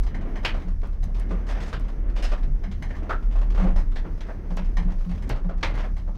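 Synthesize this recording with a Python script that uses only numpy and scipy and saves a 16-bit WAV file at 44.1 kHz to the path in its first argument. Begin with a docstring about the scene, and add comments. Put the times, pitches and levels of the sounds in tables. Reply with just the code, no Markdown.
"""Deep sway and low grinding come first, then wooden clacks and knocks, close by in a mill's small timber cap.
The sway is three wavering sines; shaft rumble and grind are filtered noise whose level follows the load.
Cogs knock, clack and scuff on staves: noise bursts ring wood modes, fade with the room and echo once.
Dull blows ring a beam as decaying sines, and dry ticks are short cracks of noise.
The microphone dulls the treble and a faint air hiss flickers under everything."""
import sys
import numpy as np
from scipy import signal
from scipy.fft import rfft, irfft
from scipy.io import wavfile
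from scipy.ndimage import uniform_filter1d

SR = 44100
rng = np.random.default_rng(int(sys.argv[2]) if len(sys.argv) > 2 else 0)


def store_wav(level_fs):
    """Save 16-bit WAV to argv[1]."""
    pcm = np.round(np.clip(np.atleast_2d(level_fs), -1, 1) * 32767)
    wavfile.write(sys.argv[1], SR, pcm.T.astype(np.int16))


def gain_from_db(level_db):
    """Convert decibel levels to linear amplitude factors (20 dB per decade)."""
    decades = np.asarray(level_db, float) / 20
    return 10 ** decades


N = 272097
T = np.arange(N) / SR
CONTACT_T = T[:2 ** 14]  # time within one contact, s

# Decay of the timber room. Each row: frequency in Hz, time to fade by 60 dB in seconds.
ROOM_DECAY = [(500, 0.19), (2000, 0.22), (6000, 0.14), (12000, 0.18)]


def level(x, db):
    """Scale to an rms level."""
    return x * gain_from_db(db) / np.sqrt(np.mean(x ** 2))


def bin_hz(size):
    """Frequencies for the spectrum of a block, one bin up so that the logarithm exists."""
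    return np.arange(1, size // 2 + 2) * SR / size


def shaped(x, points):
    """Filter by (Hz, dB) points, joined along log frequency."""
    hz, db = np.transpose(points)
    gain = gain_from_db(np.interp(np.log(bin_hz(len(x))), np.log(hz), db))
    return irfft(rfft(x) * gain, len(x))


def ring(x, hz, width_hz):
    """One resonance, gain 1 at its centre."""
    return signal.lfilter(*signal.iirpeak(hz, hz / width_hz, SR), x)


def walk(rate, size=N):
    """Random levels held 1 / rate s and slewed twice."""
    k = int(SR / rate)
    steps = np.repeat(rng.standard_normal(size // k + 1), k)
    return uniform_filter1d(uniform_filter1d(steps, k), k)[:size]


def add(out, s, x):
    """Mix x into out from time s."""
    i = int(s * SR)
    out[i:i + len(x)] += x[:len(out) - i]


def sway():
    """Deep modes of the frame whose pitch wavers a little."""
    # Frame modes: pitch of each in Hz.
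    mode_hz = [27.8, 36.36, 73.7]
    # Frame motion. Each row: time in seconds, then the rms level in dB of each mode, about which it flickers.
    motion = [(0.03, -23.5, -18, -64), (0.11, -26, -34, -38.5), (1.07, -25.5, -27, -35.5),
              (1.21, -30, -17, -61), (1.24, -41, -21, -37.5), (1.72, -34.5, -30, -43),
              (2.14, -22, -20, -43.5), (2.4, -22.5, -29, -45), (2.47, -24.5, -29, -63),
              (2.57, -30, -18.5, -46), (2.62, -27, -31, -40), (3.08, -33.5, -28.5, -38),
              (3.22, -26, -20.5, -53), (3.25, -25, -17, -45), (3.51, -26, -18.5, -49.5),
              (3.78, -16, -21.5, -30), (3.93, -25, -27.5, -44), (4.38, -35, -36.5, -50),
              (4.58, -24.5, -40.5, -46), (4.78, -23.5, -19, -39), (4.94, -19.5, -24.5, -48),
              (5.18, -34, -27.5, -38), (5.5, -27, -28, -49), (6.15, -31, -28.5, -40.5)]
    s, *mode_dbs = np.transpose(motion)
    out = 0
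    for hz, db in zip(mode_hz, mode_dbs):
        pitch = hz * (1 + 0.0406 * walk(4.2) + 0.046 * walk(22))
        phase = np.cumsum(pitch) / SR + rng.random()  # in cycles
        loudness = gain_from_db(np.interp(T, s, db) + 3.2 * walk(17))
        out = out + np.sqrt(2) * loudness * np.sin(2 * np.pi * phase)
    return out


def rumble(s, gain_db):
    """Shaft rumble: low noise that swells with the load."""
    # Colour of the shaft. Each row: frequency in Hz, relative filter gain in dB.
    shaft_colour = [(26, -38), (45, -0.5), (62, -3), (102, -10.5), (187, -14.5), (352, -30), (400, -42.5),
                    (520, -57.5), (880, -120)]
    steady = level(shaped(rng.standard_normal(N), shaft_colour), 9.8)
    return steady * gain_from_db(np.interp(T, s, gain_db) + 2.3 * walk(14))


def grind(s, gain_db):
    """Grind of many faint contacts that blur in the room: their summed power sets the noise level."""
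    # Colour of the grind. Each row: frequency in Hz, relative filter gain in dB.
    grind_colour = [(120, -22.5), (200, 0.5), (355, -6.5), (1120, -23), (1480, -24), (2040, -26),
                    (2440, -32), (3500, -40.5), (4550, -60), (7700, -120)]
    contacts = (rng.random(N) < 60 / SR) * gain_from_db(3.35 * rng.exponential(size=N))  # about 60 a second
    power = signal.lfilter([1], [1, -np.exp(-1 / (0.029 * SR))], contacts ** 2)  # fades in 29 ms
    blur = np.sqrt(2.8 + power)
    steady = level(shaped(rng.standard_normal(N) * blur, grind_colour), 0.11)
    return steady * gain_from_db(np.interp(T, s, gain_db) + 1.1 * walk(8))


def works():
    """Shaft and gearing turn under one changing load."""
    # Load on the works. Each row: time in seconds, rumble gain in dB, grind gain in dB.
    load = [(0.03, -45.5, -45.5), (0.3, -46.5, -39), (0.9, -49, -50.5), (1.24, -41, -44.5),
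            (1.51, -45.5, -42.5), (1.91, -44.5, -43.5), (2.3, -47, -44.5), (2.65, -45.5, -47.5),
            (2.79, -44, -48.5), (2.98, -47, -41), (3.4, -49, -47), (3.68, -43, -33), (3.8, -45, -46),
            (4.34, -48.5, -46), (4.72, -45.5, -43.5), (4.89, -45, -45), (5.01, -49, -52.5),
            (5.13, -47.5, -47.5), (5.28, -44, -41), (5.45, -49.5, -51), (5.79, -41.5, -46),
            (6.15, -48, -50.5)]
    s, rumble_db, grind_db = np.transpose(load)
    return rumble(s, rumble_db) + grind(s, grind_db)


def room_bands():
    """Noise split into regions that sum to the whole, one for each decay time of the room."""
    noise = rng.standard_normal(N + SR)
    spectrum = rfft(noise)
    room_hz = np.transpose(ROOM_DECAY)[0]
    log_hz = np.log(bin_hz(len(noise)))
    shares = [np.interp(log_hz, np.log(room_hz), row) for row in np.eye(len(ROOM_DECAY))]
    return np.array([irfft(spectrum * share, len(noise)) for share in shares])


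def delayed(delay_s):
    """Spectrum of a pure delay, for one contact."""
    return np.exp(-2j * np.pi * bin_hz(len(CONTACT_T)) * delay_s)


def body_gain(body_db):
    """Noisy body of a contact, lumpy in its own way since every cog has its own colour."""
    # Corner frequencies of the body, in Hz.
    corner_hz = [150, 600, 1400, 3200, 9000, 16000]
    # Widths in Hz of the bands about 600, 3200 and 9000 Hz in which the body levels are given.
    band_width_hz = np.array([600, 3000, 8000])
    f = bin_hz(len(CONTACT_T))
    # band level to level per Hz, against white noise of rms 1
    low, high, air = body_db + 10 * np.log10(SR / 2 / band_width_hz)
    corner_db = [low - 13, low, (low + high) / 2 - 1.5, high, air, air - 10]
    lump_hz = np.arange(0, SR / 2, 300)
    lump_db = 2.2 * np.interp(f, lump_hz, rng.standard_normal(len(lump_hz)))
    return gain_from_db(np.interp(np.log(f), np.log(corner_hz), corner_db) + lump_db)


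def wood_gain(ring_db, ring_hz, spread):
    """Modes of cogs and staves, favoured near ring_hz; spread is in log frequency."""
    # Wood modes. Each row: frequency in Hz, width in Hz, relative level in dB.
    wood = [(417, 30, 6), (516, 88, 4), (672, 12, -25.5), (970, 12, -13), (1185, 66, -4.5),
            (1287, 41, -4.5), (1370, 60, 0), (1460, 40, -2), (1800, 190, 8), (2120, 85, 6),
            (2520, 100, -4.5), (2970, 50, 9), (3230, 30, -5), (3650, 40, -34.5), (3820, 61, -26),
            (4460, 60, 3.5), (4380, 23, -9), (5300, 58, 10), (1080, 40, -5), (1620, 120, 9.5),
            (1990, 90, -5), (2100, 40, 3.5), (2590, 26, -31), (630, 10, -19.5)]
    crest_db = 17.5  # allowance from the peak of a ring to its rms
    hz, width, mode_db = np.transpose(wood)
    modes = 1 / (1 + 2j * (bin_hz(len(CONTACT_T)) - hz[:, None]) / width[:, None])
    near = (gain_from_db(mode_db) * np.exp(-(np.log(hz / ring_hz) / spread) ** 2)) @ modes
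    return near * gain_from_db(ring_db - crest_db) / np.sqrt(np.mean(abs(near) ** 2))


def contact(out, bands, s, ring_db, ring_hz, body_db, rise_s, hold_s, spread, plank=1, judder=1):
    """Wood on wood: a sharp front, a held stretch, a tail the room fades, treble soonest."""
    t60 = np.transpose(ROOM_DECAY)[1]
    fade = gain_from_db(-60 * np.maximum(CONTACT_T - hold_s, 0) / t60[:, None])
    fade = fade * (1 - np.exp(-CONTACT_T / rise_s))
    i = int(s * SR)
    burst = np.sum(fade * bands[:, i:i + len(CONTACT_T)], axis=0) * judder
    echo = 1 + gain_from_db(-15.5) * delayed(0.024)  # the far side of the cap throws each blow back
    gain = body_gain(body_db) * plank + wood_gain(ring_db, ring_hz, spread)
    add(out, s, irfft(rfft(burst) * gain * echo, len(CONTACT_T)))


def clacks(bands):
    """Clacks close to a plank, whose reflection cuts their noisy body into bands."""
    # Clacks. 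Each row: start in seconds, nominal ring peak in dB, body level in dB at 600, 3200 and 9000 Hz.
    clack_list = [(0.032, -59, -51, -60, -56), (0.066, -41, -47.5, -54, -62), (0.144, -29, -42, -54, -57),
                  (0.356, -27, -39.5, -56, -58.5), (1.028, -46, -49, -55, -54.5),
                  (2.636, -32.5, -42.5, -55, -62), (2.713, -46, -67, -52.5, -60),
                  (2.823, -26, -41, -50, -53.5), (4.768, -30.5, -38, -42.5, -50.5),
                  (5.2213, -36, -55, -61, -55), (5.9643, -45, -47, -60, -59.5)]
    band_hz = 1010  # spacing of the bands
    plank = 1 + 0.55 * delayed(1 / band_hz)
    out = np.zeros(N)
    for s, ring_db, *body_db in clack_list:
        contact(out, bands, s, ring_db, 2 * band_hz, body_db, 0.00089, 0.0042, 0.33, plank)
    return out


def ticks():
    """Dry ticks close by: millisecond cracks with a faint short tail, through a broad 11 kHz resonance."""
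    # Ticks. Each row: start in seconds, noise level in dB ahead of the resonance.
    tick_list = [(0.0333, -43), (0.451, -40), (0.464, -38), (0.8724, -45), (1.0091, -47), (1.041, -34),
                 (1.198, -33), (1.7973, -39.5), (2.227, -31), (2.241, -31), (2.827, -37), (3.13, -47),
                 (3.71, -43), (3.7773, -55), (3.9589, -45), (4.569, -30.5), (5.2934, -24), (5.7543, -40)]
    out, t = np.zeros(N), T[:SR // 20]
    shape = np.exp(-t / 0.00081) + gain_from_db(-12.5) * np.exp(-t / 0.011)
    for s, db in tick_list:
        add(out, s, gain_from_db(db) * rng.standard_normal(len(t)) * shape)
    return ring(out, 11000, 7000)


def booms():
    """A soft push sets one beam mode ringing; the load on the beam makes it judder."""
    # Dull blows on the beam. Each row: start in seconds, level in dB ahead of the judder, pitch in Hz, push in ms.
    boom_list = [(0.648, -31, 179.7, 1.7), (0.177, -34, 190.3, 17), (1.059, -31.5, 183, 16),
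                 (1.31, -26, 179.5, 12), (1.6, -28.5, 169, 56), (2.43, -29, 139, 16),
                 (2.676, -28.5, 193.4, 3.1), (3.439, -30.5, 179, 17), (3.579, -23.5, 178.8, 11),
                 (3.611, -13, 183, 7), (4.035, -28.5, 169.5, 24), (4.498, -28, 175.5, 2),
                 (4.59, -29, 185, 5), (4.78, -24.5, 174.5, 8.7), (4.854, -19.5, 180.8, 1.8),
                 (5.062, -21.5, 178, 7.1), (5.294, -26, 126.5, 9.2), (5.446, -24.5, 177.4, 1.9),
                 (5.999, -31, 175, 15)]
    t60_s = 0.34
    out, t = np.zeros(N), T[:SR // 2]
    for s, db, hz, push_ms in boom_list:
        envelope = (1 - np.exp(-1000 * t / push_ms)) * gain_from_db(db - 60 * t / t60_s)
        add(out, s, envelope * np.sin(2 * np.pi * hz * t))
    return out * gain_from_db(3.9 * walk(65))


def blow(out, bands, s, ring_db, ring_hz, low_db, high_db):
    """A cog strikes a stave; the 9 kHz level follows the 3200 Hz level and drops for dull blows."""
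    dullness_db = low_db - high_db
    air_db = -54.5 + 0.58 * (high_db + 45) - max(dullness_db - 18.5, 0)
    # a duller blow is a softer contact, so it builds more slowly
    rise_s = 0.00079 * gain_from_db(np.clip(0.58 * dullness_db, 0, 26))
    # it lands as several small contacts: a level that wavers at 400 steps a second
    grain = gain_from_db(2 * walk(400, size=len(CONTACT_T)))
    # first reflections hold the level for 2.2 ms
    contact(out, bands, s, ring_db, ring_hz, [low_db, high_db, air_db], rise_s, 0.0022, 0.12, judder=grain)


def faint_blows(bands):
    """Equally faint cog blows at random moments, 8 a second on average."""
    out = np.zeros(N)
    for s in rng.random(int(8 * N / SR)) * N / SR:
        blow(out, bands, s, ring_db=-50, ring_hz=1080, low_db=-54, high_db=-63)
    return out


def knocks(bands):
    """The louder cog blows, each ringing the wood modes near its own centre."""
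    # Knocks. Each row: start in seconds, nominal ring peak in dB, ring centre in Hz,
    # body level in dB at 600 Hz, body level in dB at 3200 Hz.
    knock_list = [(0.21, -39, 1040, -40, -58.5), (0.429, -39, 1100, -40, -54.5),
                  (0.4482, -18, 2570, -29, -23.5), (0.54, -34, 1280, -38.5, -59),
                  (0.619, -46, 1910, -60, -62), (0.6714, -41, 1090, -51, -67),
                  (0.83, -35, 1150, -35.5, -56.5), (0.927, -56, 1000, -51, -65.5),
                  (1.078, -45, 696, -42.5, -83), (1.1444, -60, 1060, -53, -54.5),
                  (1.3084, -24.5, 1150, -36.5, -58), (1.379, -64, 1170, -46, -68),
                  (1.7282, -29, 1330, -32.5, -40), (1.882, -40, 1130, -47.5, -55),
                  (2.097, -56, 1060, -55, -62), (2.3163, -31, 1130, -28, -44.5),
                  (2.428, -46, 2180, -47.5, -56.5), (2.899, -21, 1810, -35, -78),
                  (2.953, -32, 1090, -52, -59), (3.0385, -41, 1010, -40, -80), (3.0931, -6, 1336, -22, -49),
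                  (3.225, -47, 1020, -56, -61.5), (3.31, -45, 2470, -49, -60),
                  (3.3532, -31, 1120, -40.5, -56), (3.4137, -43, 1060, -40.5, -55),
                  (3.502, -53, 1080, -55, -55), (3.545, -57, 1040, -39, -53.5),
                  (3.5747, -23, 1190, -34, -53.5), (3.636, -22, 1030, -25.5, -69),
                  (3.6706, -35, 600, -41, -60), (3.916, -36, 1180, -55, -58.5),
                  (3.9578, -30, 1800, -43, -43), (4.043, -27.5, 1240, -33.5, -68),
                  (4.2063, -37, 1950, -50.5, -47.5), (4.2846, -30, 1730, -32.5, -63),
                  (4.5032, -58, 1140, -38, -55.5), (4.5706, -35, 925, -33.5, -42),
                  (4.6455, -60, 1160, -64, -57), (4.878, -66, 1170, -39.5, -64),
                  (5.006, -56, 1090, -51, -63.5), (5.1112, -39, 2020, -52, -56.5),
                  (5.295, -45, 1110, -25.5, -38), (5.36, -32, 1240, -46, -65), (5.439, -48, 1590, -42, -67),
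                  (5.4896, -25, 1220, -33.5, -56.5), (5.6284, -14.5, 2120, -28.5, -25),
                  (5.6974, -42, 1790, -37, -58), (5.838, -30, 1427, -37.5, -56),
                  (6.076, -34, 1140, -41.5, -65)]
    out = np.zeros(N)
    for s, ring_db, ring_hz, low_db, high_db in knock_list:
        blow(out, bands, s, ring_db, ring_hz, low_db, high_db)
    return out


def scuffs(bands):
    """Cogs sliding along a stave: longer contacts whose level judders as they stick."""
    # Scuffs. Each row: start in seconds, nominal ring peak in dB, body level in dB at 600, 3200 and 9000 Hz.
    scuff_list = [(1.1962, -37, -56, -72, -71), (1.4664, -39, -49, -57, -55.5),
                  (1.489, -37, -41.5, -51.5, -56.5), (1.549, -35, -41.5, -57, -63),
                  (1.6024, -41, -43.5, -50.5, -53), (1.6594, -44, -51, -63, -58),
                  (2.1615, -42, -43.5, -50.5, -56.5), (2.224, -35, -45.5, -43, -48.5),
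                  (2.287, -46, -52, -59, -62.5), (3.5972, -32.5, -39, -60, -63),
                  (3.759, -43, -40.5, -53, -56.5), (5.739, -36.5, -40, -58, -65),
                  (5.775, -45, -37, -46.5, -58.5)]
    out = np.zeros(N)
    for s, ring_db, *body_db in scuff_list:
        stick = gain_from_db(1.5 * walk(67, size=len(CONTACT_T)))
        contact(out, bands, s, ring_db, 2000, body_db, 0.00075, 0.035, 0.42, judder=stick)
    return out


def scene():
    """Frame, works, beam and gearing together in the cap."""
    bands = room_bands()
    gearing = clacks(bands) + faint_blows(bands) + knocks(bands) + scuffs(bands)
    return (sway() + works() + gearing + ticks() + booms())[None]


def microphone(x):
    """The microphone loses treble above its port resonance."""
    mirrored = np.r_[x, x[::-1]]  # so that the filter wraps without a jump
    return shaped(mirrored, [(5000, -0.5), (6300, -1.5), (7200, -7), (16000, -17)])[:N]


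def air_hiss():
    """Faint hiss of air whose level flickers."""
    # Colour of the hiss. Each row: frequency in Hz, relative filter gain in dB.
    hiss_colour = [(1500, -17), (2500, -14), (4000, -4), (6200, -1.5), (7200, -15.5), (10000, -13.5),
                   (15600, -14)]
    steady = level(shaped(rng.standard_normal(N), hiss_colour), -71.5)
    return steady * gain_from_db(2.5 * walk(15))


def low_pass(x):
    """Removes everything above the highest recorded frequency."""
    return signal.sosfilt(signal.butter(12, 15800, fs=SR, output="sos"), x)


def record(dry):
    """The cap through the microphone, with air hiss under it."""
    mix = microphone(dry[0]) + air_hiss()
    return low_pass(mix[None])


dry = scene()
out = record(dry)
store_wav(out)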